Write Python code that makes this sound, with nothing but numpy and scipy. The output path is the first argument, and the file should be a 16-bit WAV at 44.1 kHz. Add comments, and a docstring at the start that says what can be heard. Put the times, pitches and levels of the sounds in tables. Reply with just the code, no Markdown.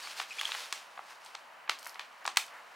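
"""Paper rustles, squeaks and snaps as a hand rummages in a paper bag, close up on a covered porch.
Sliding fibres catch and let go in a grainy rustle, and chirp where they stick and slip.
Creases buckle with a crack that rings the bag; small folds tick, wrinkles crinkle, light touches brush.
The porch walls answer with a short bright tail over a faint outdoor wash."""
import sys
import numpy as np
from scipy import signal
from scipy.fft import rfft, irfft
from scipy.io import wavfile
from scipy.ndimage import uniform_filter1d

SR = 44100
rng = np.random.default_rng(int(sys.argv[2]) if len(sys.argv) > 2 else 0)


def store_pcm(level_fs):
    """Save levels as 16-bit WAV."""
    pcm = np.round(np.clip(level_fs, -1, 1) * 32767).astype(np.int16)
    wavfile.write(sys.argv[1], SR, np.atleast_2d(pcm).T)


N = 121275
TIME = np.arange(N) / SR

# Creases that snap: start_s, level_1k_db, level_2k_db, level_4k_db, level_8k_db, level_14k_db,
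# ring_ms, crack_strength, porch_send_db
CREASE_SNAPS = [(.072, -46, -37, -56, -63, -70, 0.68, .3, -1),
                (0.1993, -34.5, -32, -33, -47.5, -81, 0.96, 0.57, -2.5),
                (0.2155, -43.5, -38, -47, -62, -74, 0.65, .4, 3),
                (0.4124, -40.5, -31, -35.5, -42.5, -48, 0.67, .5, -24),
                (0.4328, -45, -44, -34, -68, -66, 0.48, 0.33, -2),
                (.4905, -40, -40, -59, -66, -55, 1.1, .1, -3),
                (0.5191, -43, -34, -29.5, -84, -56, 0.39, 0.37, -3),
                (.548, -38.5, -35, -38.5, -64, -56, 1.3, .1, -21),
                (0.7258, -38, -34, -32, -35, -50.5, 1.16, 1.15, 0),
                (0.9757, -39, -47, -52.5, -80, -87, 0.85, .5, -4),
                (0.9915, -34.5, -47, -60, -83, -81, 0.8, 0.49, -1),
                (1.2612, -46, -66, -48, -60, -69, 0.79, 0.44, 1),
                (1.349, -41, -44.5, -53, -62, -88, 0.82, 0.16, -8),
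                (1.351, -52, -44.5, -39, -48, -76, 0.76, 0.38, -4),
                (1.677, -50, -41, -56, -85, -96, 1.1, .2, -1),
                (1.6908, -40, -46, -58, -82, -82, .5, 0.72, -6),
                (1.6955, -27.5, -26, -25, -37.5, -48, 0.88, 0.79, -0.5),
                (1.7198, -43.5, -40, -48, -61, -66, 0.55, .7, -16),
                (1.8655, -42.5, -37.5, -59, -58, -60, 0.83, 0.73, -4),
                (1.9572, -45.5, -42, -56, -74, -69, 0.47, 0.34, 3),
                (1.995, -42, -37, -38.5, -52, -63.5, 0.63, 0.54, 3.5),
                (2.2531, -31.5, -35.5, -41.5, -54, -77, 1.5, 0.66, -1.5),
                (2.2631, -51, -63, -38.5, -37.5, -59, 0.57, 0.18, -2),
                (2.2766, -28, -31.5, -33, -39.5, -59, 0.91, 0.1, -1),
                (2.3603, -71, -43, -54, -52, -64, 0.41, 0.34, 11),
                (2.3705, -27, -21, -20, -23.5, -34, 1.22, .06, -3),
                (2.481, -62, -58, -50, -74, -84, 1.1, .3, -1)]
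# The five tone bands of a snap: freq_hz
SNAP_BANDS_HZ = [1000, 2000, 4000, 8000, 14000]
# Bass roll-off of a snap, relative to its lowest band: freq_hz, gain_db
SNAP_BASS_EQ = [(40, -56), (200, -39.5), (400, -14.5), (560, -15.5), (760, -3)]
# Resonances and hollows of the bag: centre_hz, width_hz, gain_db
BAG_RESONANCES = [(796, 140, 4.5), (1142, 160, 5.5), (1310, 56, 3), (1555, 140, -2.5), (2420, 500, 7),
                  (3070, 140, 2), (4400, 990, 10), (8100, 2300, 23)]
# How hard the hand slides on the paper: time_s, level_db
HAND_SLIDE = [(0, -46.5), (.04, -45.5), (.12, -44.5), (.147, -51.5), (.19, -40.5), (.225, -42),
              (.262, -57.5), (.305, -50.5), (.37, -46), (.44, -42.5), (.54, -42.5), (.635, -43), (.70, -52),
              (.79, -50.5), (.88, -60.5), (1.04, -60.5), (1.11, -53), (1.19, -64), (1.27, -55), (1.36, -62),
              (1.7, -68), (1.87, -55), (1.97, -64.5), (2.75, -62.5)]
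# Tone of sliding paper: freq_hz, gain_db
RUSTLE_EQ = [(40, -51), (250, -26), (500, -8), (900, -1), (1500, 0.5), (3000, 0.5), (5000, -1.5),
             (7000, -7), (10000, -12), (16000, -23)]
# Stick-slip chirps: start_s, length_s, start_pitch_hz, end_pitch_hz, level_db
SLIP_SQUEAKS = [(0.023, 0.047, 4650, 4400, -49.5), (0.307, 0.0188, 2517, 2480, -42),
                (.328, 0.038, 2585, 2490, -59), (.384, .007, 2260, 2600, -37),
                (0.3925, 0.0034, 3120, 3250, -34), (0.397, .005, 3080, 3300, -32.5),
                (.453, 0.00354, 3310, 3180, -27)]
# Small folds that tick: start_s, level_db
FOLD_TICKS = [(1.249, -54.5), (1.7883, -49), (1.7935, -51.5), (1.81, -60), (1.8293, -48.5), (1.8465, -50),
              (1.8575, -47), (1.8711, -44), (1.8944, -47.5), (1.9443, -50.5), (2.2455, -56), (2.466, -53.5)]
# Thin, bright tone of a tick: freq_hz, gain_db
TICK_EQ = [(100, -38), (1000, -22), (3000, -3), (4800, 7.5), (8500, 1), (12000, -1), (16000, -13)]
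# Light touches on the bag: peak_s, half_length_s, level_db
BRUSH_SWELLS = [(1.11, 0.026, -55.5), (1.644, 0.06, -59.5), (1.898, .09, -62.5), (2.231, .025, -55),
                (2.556, 0.065, -51), (2.727, 0.0073, -52.5)]
# Dull tone of a touch: freq_hz, gain_db
BRUSH_EQ = [(40, -68), (150, -32), (400, -11), (850, 3), (1900, 3), (3500, -17), (15000, -30)]
# Tone of the porch reverb: freq_hz, gain_db
PORCH_EQ = [(100, 10), (1000, -5), (2500, -0.5), (5000, -1), (9000, 0.5), (16000, 1.5)]
# Tone of the distant outdoor wash: freq_hz, gain_db
OUTDOOR_EQ = [(15, -71), (25, -48.5), (223, -17), (405, -15.5), (591, -3), (734, -2.5), (936, 1.5),
              (1260, -1), (1940, -5.5), (2840, -10.5), (3080, -9.5), (3340, -23), (4610, -23),
              (5140, -32.5), (16000, -32.5)]

BURST_SAMPLES, LEVEL_WINDOW_S = 2048, .005  # snap and tick levels are energy averaged over this window
SNAP_TRIM_DB, SNAP_SIDE_DB, WALL_COUNT = -0.5, -26, 4
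CRACK_GAIN, FLUTTER_GRAIN_DB, LOW_RING_STRETCH, LOW_RING_HZ = 3, 3, 1.55, 1370
GRAINS_PER_S, GRAIN_SPREAD_DB, RUSTLE_FLICKER_DB, RUSTLE_TRIM_DB = 9000, 2.5, 0.83, -0.5
CRINKLES_PER_S, CRINKLE_TRIM_DB, CRINKLE_SPREAD_DB = 200, -1, 2
CRINKLE_HZ, CRINKLE_SPREAD_OCTAVES, CRINKLE_RING_MS = 4570, 1.32, 0.24
SQUEAK_PITCH_JITTER, SQUEAK_ROUGH_DB, SQUEAK_OVERTONE_DB = 0.045, -2.5, -16
TICK_SCATTER_DB = 6.5
TICK_SEND_DB, SLIDE_SEND_DB, SQUEAK_SEND_DB = 0.5, -5, -4
PORCH_DB, PORCH_T60_S, PORCH_BUILD_S = -4.5, 0.23, .009
OUTDOOR_DB, OUTDOOR_WAVER_DB = -54.5, 0.14
TOP_HZ = 15850


def crease_snaps():
    """Large creases snap, each with its own tone; the sheet radiates differently towards each wall."""
    mid, side = np.zeros((2, N))
    wall_sends = np.zeros((WALL_COUNT, N))
    band_offset_db = 10 * np.log10(LEVEL_WINDOW_S * SR ** 2 / (np.sqrt(2) * np.array(SNAP_BANDS_HZ)))
    for start, *levels_db, ring_ms, crack, send_db in CREASE_SNAPS:
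        band_db = np.array(levels_db) + band_offset_db + SNAP_TRIM_DB
        bass = [(hz, band_db[0] + db) for hz, db in SNAP_BASS_EQ]
        eq = bass + list(zip(SNAP_BANDS_HZ, band_db))
        add(mid, start, buckle(eq, ring_ms, crack))
        add(side, start, buckle(eq, ring_ms, crack))
        for send in wall_sends:
            add(send, start, buckle(eq, ring_ms, crack) * undb(send_db))
    reverb = sum(porch(send, side_db=-15) for send in wall_sends) / np.sqrt(WALL_COUNT)
    return stereo(mid, side, SNAP_SIDE_DB) + reverb


def buckle(eq, ring_ms, crack):
    """A fold flips: a sharp crack, then a flutter that lasts longer in the lows and rings the bag."""
    age = np.arange(BURST_SAMPLES) / SR * 1000 / ring_ms
    grit = rng.standard_normal(BURST_SAMPLES)
    grit *= undb(FLUTTER_GRAIN_DB * rng.standard_normal(BURST_SAMPLES))
    lows = cut(rng.standard_normal(BURST_SAMPLES), "lowpass", hz=LOW_RING_HZ)
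    low_age = age / LOW_RING_STRETCH
    burst = grit * age * np.exp(-age) + lows * low_age * np.exp(-low_age)
    burst[0] += CRACK_GAIN * crack
    spectrum, hz = rfft(burst), np.fft.rfftfreq(BURST_SAMPLES, 1 / SR)
    body = undb(sum(db / (1 + (2 * (hz - centre) / width) ** 2) for centre, width, db in BAG_RESONANCES))
    # The EQ replaces the broad contour; the bag's narrow peaks survive.
    contour = np.sqrt(uniform_filter1d(abs(spectrum * body) ** 2, size=37))
    return irfft(spectrum * minimum_phase(eq_gains(eq, BURST_SAMPLES) * body / contour))


def rustle():
    """Paper fibres catch and let go in dense uneven grains while the hand slides."""
    grains = (rng.random(N) < GRAINS_PER_S / SR) * rng.choice([-1, 1], N)
    accents = undb(GRAIN_SPREAD_DB * np.minimum(rng.exponential(size=N), 6))
    level_db = slide_db(TIME) + RUSTLE_TRIM_DB + RUSTLE_FLICKER_DB * wander(rate_hz=48)
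    return colour(grains * accents, RUSTLE_EQ) * undb(level_db)


def crinkles():
    """Tiny wrinkles flick at random as the hand slides, each at its own pitch; high ones are weaker."""
    track, t = np.zeros(N), TIME[:BURST_SAMPLES]
    age = t * 1000 / CRINKLE_RING_MS
    envelope = age * np.exp(1 - age)
    for when, pitch, chance in rng.random((int(CRINKLES_PER_S * N / SR), 3)):
        start = when * N / SR
        hz = min(CRINKLE_HZ * 2 ** (CRINKLE_SPREAD_OCTAVES * (2 * pitch - 1)), TOP_HZ)
        accent_db = CRINKLE_SPREAD_DB * min(-np.log(chance), 3)
        gain = undb(slide_db(start) + CRINKLE_TRIM_DB + accent_db) * min(1, CRINKLE_HZ / hz)
        add(track, start, gain * envelope * np.sin(2 * np.pi * hz * t))
    return cut(track, "highpass", hz=700)


def squeaks():
    """Where the paper grips, it slips at a fast unsteady rate and chirps."""
    track, jitter, roughness = np.zeros(N), wander(rate_hz=430), wander(rate_hz=330)
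    for start, length, from_hz, to_hz, db in SLIP_SQUEAKS:
        first, size = int(start * SR), int(length * SR)
        span = slice(first, first + size)
        pitch_hz = np.linspace(from_hz, to_hz, size) * (1 + SQUEAK_PITCH_JITTER * jitter[span])
        phase = 2 * np.pi * np.cumsum(pitch_hz) / SR
        tone = np.sin(phase) + undb(SQUEAK_OVERTONE_DB) * (np.sin(2 * phase) + np.sin(3 * phase) / 2)
        envelope = signal.windows.tukey(size, alpha=.15) * undb(SQUEAK_ROUGH_DB * roughness[span])
        add(track, start, undb(db) * unit_rms(tone * envelope))
    return cut(track, "highpass", hz=900)


def fold_ticks():
    """Small folds buckle in thin bright ticks, no two with the same tone."""
    track = np.zeros(N)
    for start, level_db in FOLD_TICKS:
        eq = [(hz, db + TICK_SCATTER_DB * rng.standard_normal()) for hz, db in TICK_EQ]
        tick = buckle(eq, ring_ms=0.5, crack=0.66)
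        add(track, start, tick * undb(level_db) * np.sqrt(LEVEL_WINDOW_S * SR / np.sum(tick ** 2)))
    return track


def brushes():
    """Light touches on the bag give soft, dull swells of friction."""
    swell = sum(undb(db) * np.exp(-((TIME - peak) / half) ** 2) for peak, half, db in BRUSH_SWELLS)
    return swell * colour(rng.laplace(size=N), BRUSH_EQ)


def porch(send, side_db):
    """Weak early scatter builds until the near walls answer, then dies in a short tail."""
    t = TIME[:SR // 2]
    envelope = np.minimum(t / PORCH_BUILD_S, 1) * np.exp(-np.log(1000) * t / PORCH_T60_S)
    tails = [colour(rng.standard_normal(len(t)), PORCH_EQ) * envelope for _ in range(2)]
    mid, side = (signal.fftconvolve(send, tail / np.sqrt(np.sum(tail ** 2)))[:N] for tail in tails)
    return undb(PORCH_DB) * stereo(mid, side, side_db)


def outdoors():
    """A faint, slightly wavering bed of distant noise."""
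    mid, side = (colour(rng.standard_normal(N), OUTDOOR_EQ) for _ in range(2))
    return stereo(mid, side, side_db=-7) * undb(OUTDOOR_DB + OUTDOOR_WAVER_DB * wander(rate_hz=2.7))


def slide_db(time_s):
    """Level of the sliding hand at a given time."""
    return np.interp(time_s, *np.array(HAND_SLIDE).T)


def undb(db):
    return 10 ** (np.asarray(db) / 20)


def unit_rms(x):
    return x / np.sqrt(np.mean(x ** 2))


def eq_gains(eq, size):
    """Gain at each frequency bin from (freq_hz, gain_db) points."""
    hz, db = np.array(eq).T
    return undb(np.interp(np.log(np.fft.rfftfreq(size, 1 / SR) + 1), np.log(hz), db))


def colour(x, eq):
    """Apply an EQ curve and normalise to rms 1."""
    return unit_rms(irfft(rfft(x) * eq_gains(eq, len(x)), len(x)))


def minimum_phase(gains):
    """A filter with these gains that rings after the hit, keeping the attack sharp."""
    cepstrum = irfft(np.log(gains))
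    half = len(cepstrum) // 2
    cepstrum[1:half] *= 2
    cepstrum[half + 1:] = 0
    return np.exp(rfft(cepstrum))


def cut(x, kind, hz):
    """A gentle filter, 12 dB per octave."""
    return signal.sosfilt(signal.butter(2, hz, kind, fs=SR, output="sos"), x)


def wander(rate_hz):
    """Smooth random modulation at rms 1."""
    return colour(rng.standard_normal(N), [(rate_hz, 0), (rate_hz * 10, -60)])


def add(track, start_s, x):
    """Mix a short sound into a track."""
    first = int(start_s * SR)
    track[first:first + len(x)] += x[:N - first]


def stereo(mid, side, side_db):
    """Left and right from mid and side."""
    return mid + undb(side_db) * side * np.array([[1], [-1]])


def scene():
    """The bag in the centre, with the porch and the outdoors around it."""
    wash, snap, tick, brush, squeak = outdoors(), crease_snaps(), fold_ticks(), brushes(), squeaks()
    slide = rustle() + crinkles()
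    send = tick * undb(TICK_SEND_DB) + slide * undb(SLIDE_SEND_DB) + squeak * undb(SQUEAK_SEND_DB) + brush
    return snap + tick + slide + squeak + brush + porch(send, side_db=-41) + wash


def record(dry):
    """A steep low-pass shaves the very top off the mix."""
    return signal.sosfilt(signal.ellip(10, .2, 70, TOP_HZ, fs=SR, output="sos"), dry)


dry = scene()
out = record(dry)
store_pcm(out)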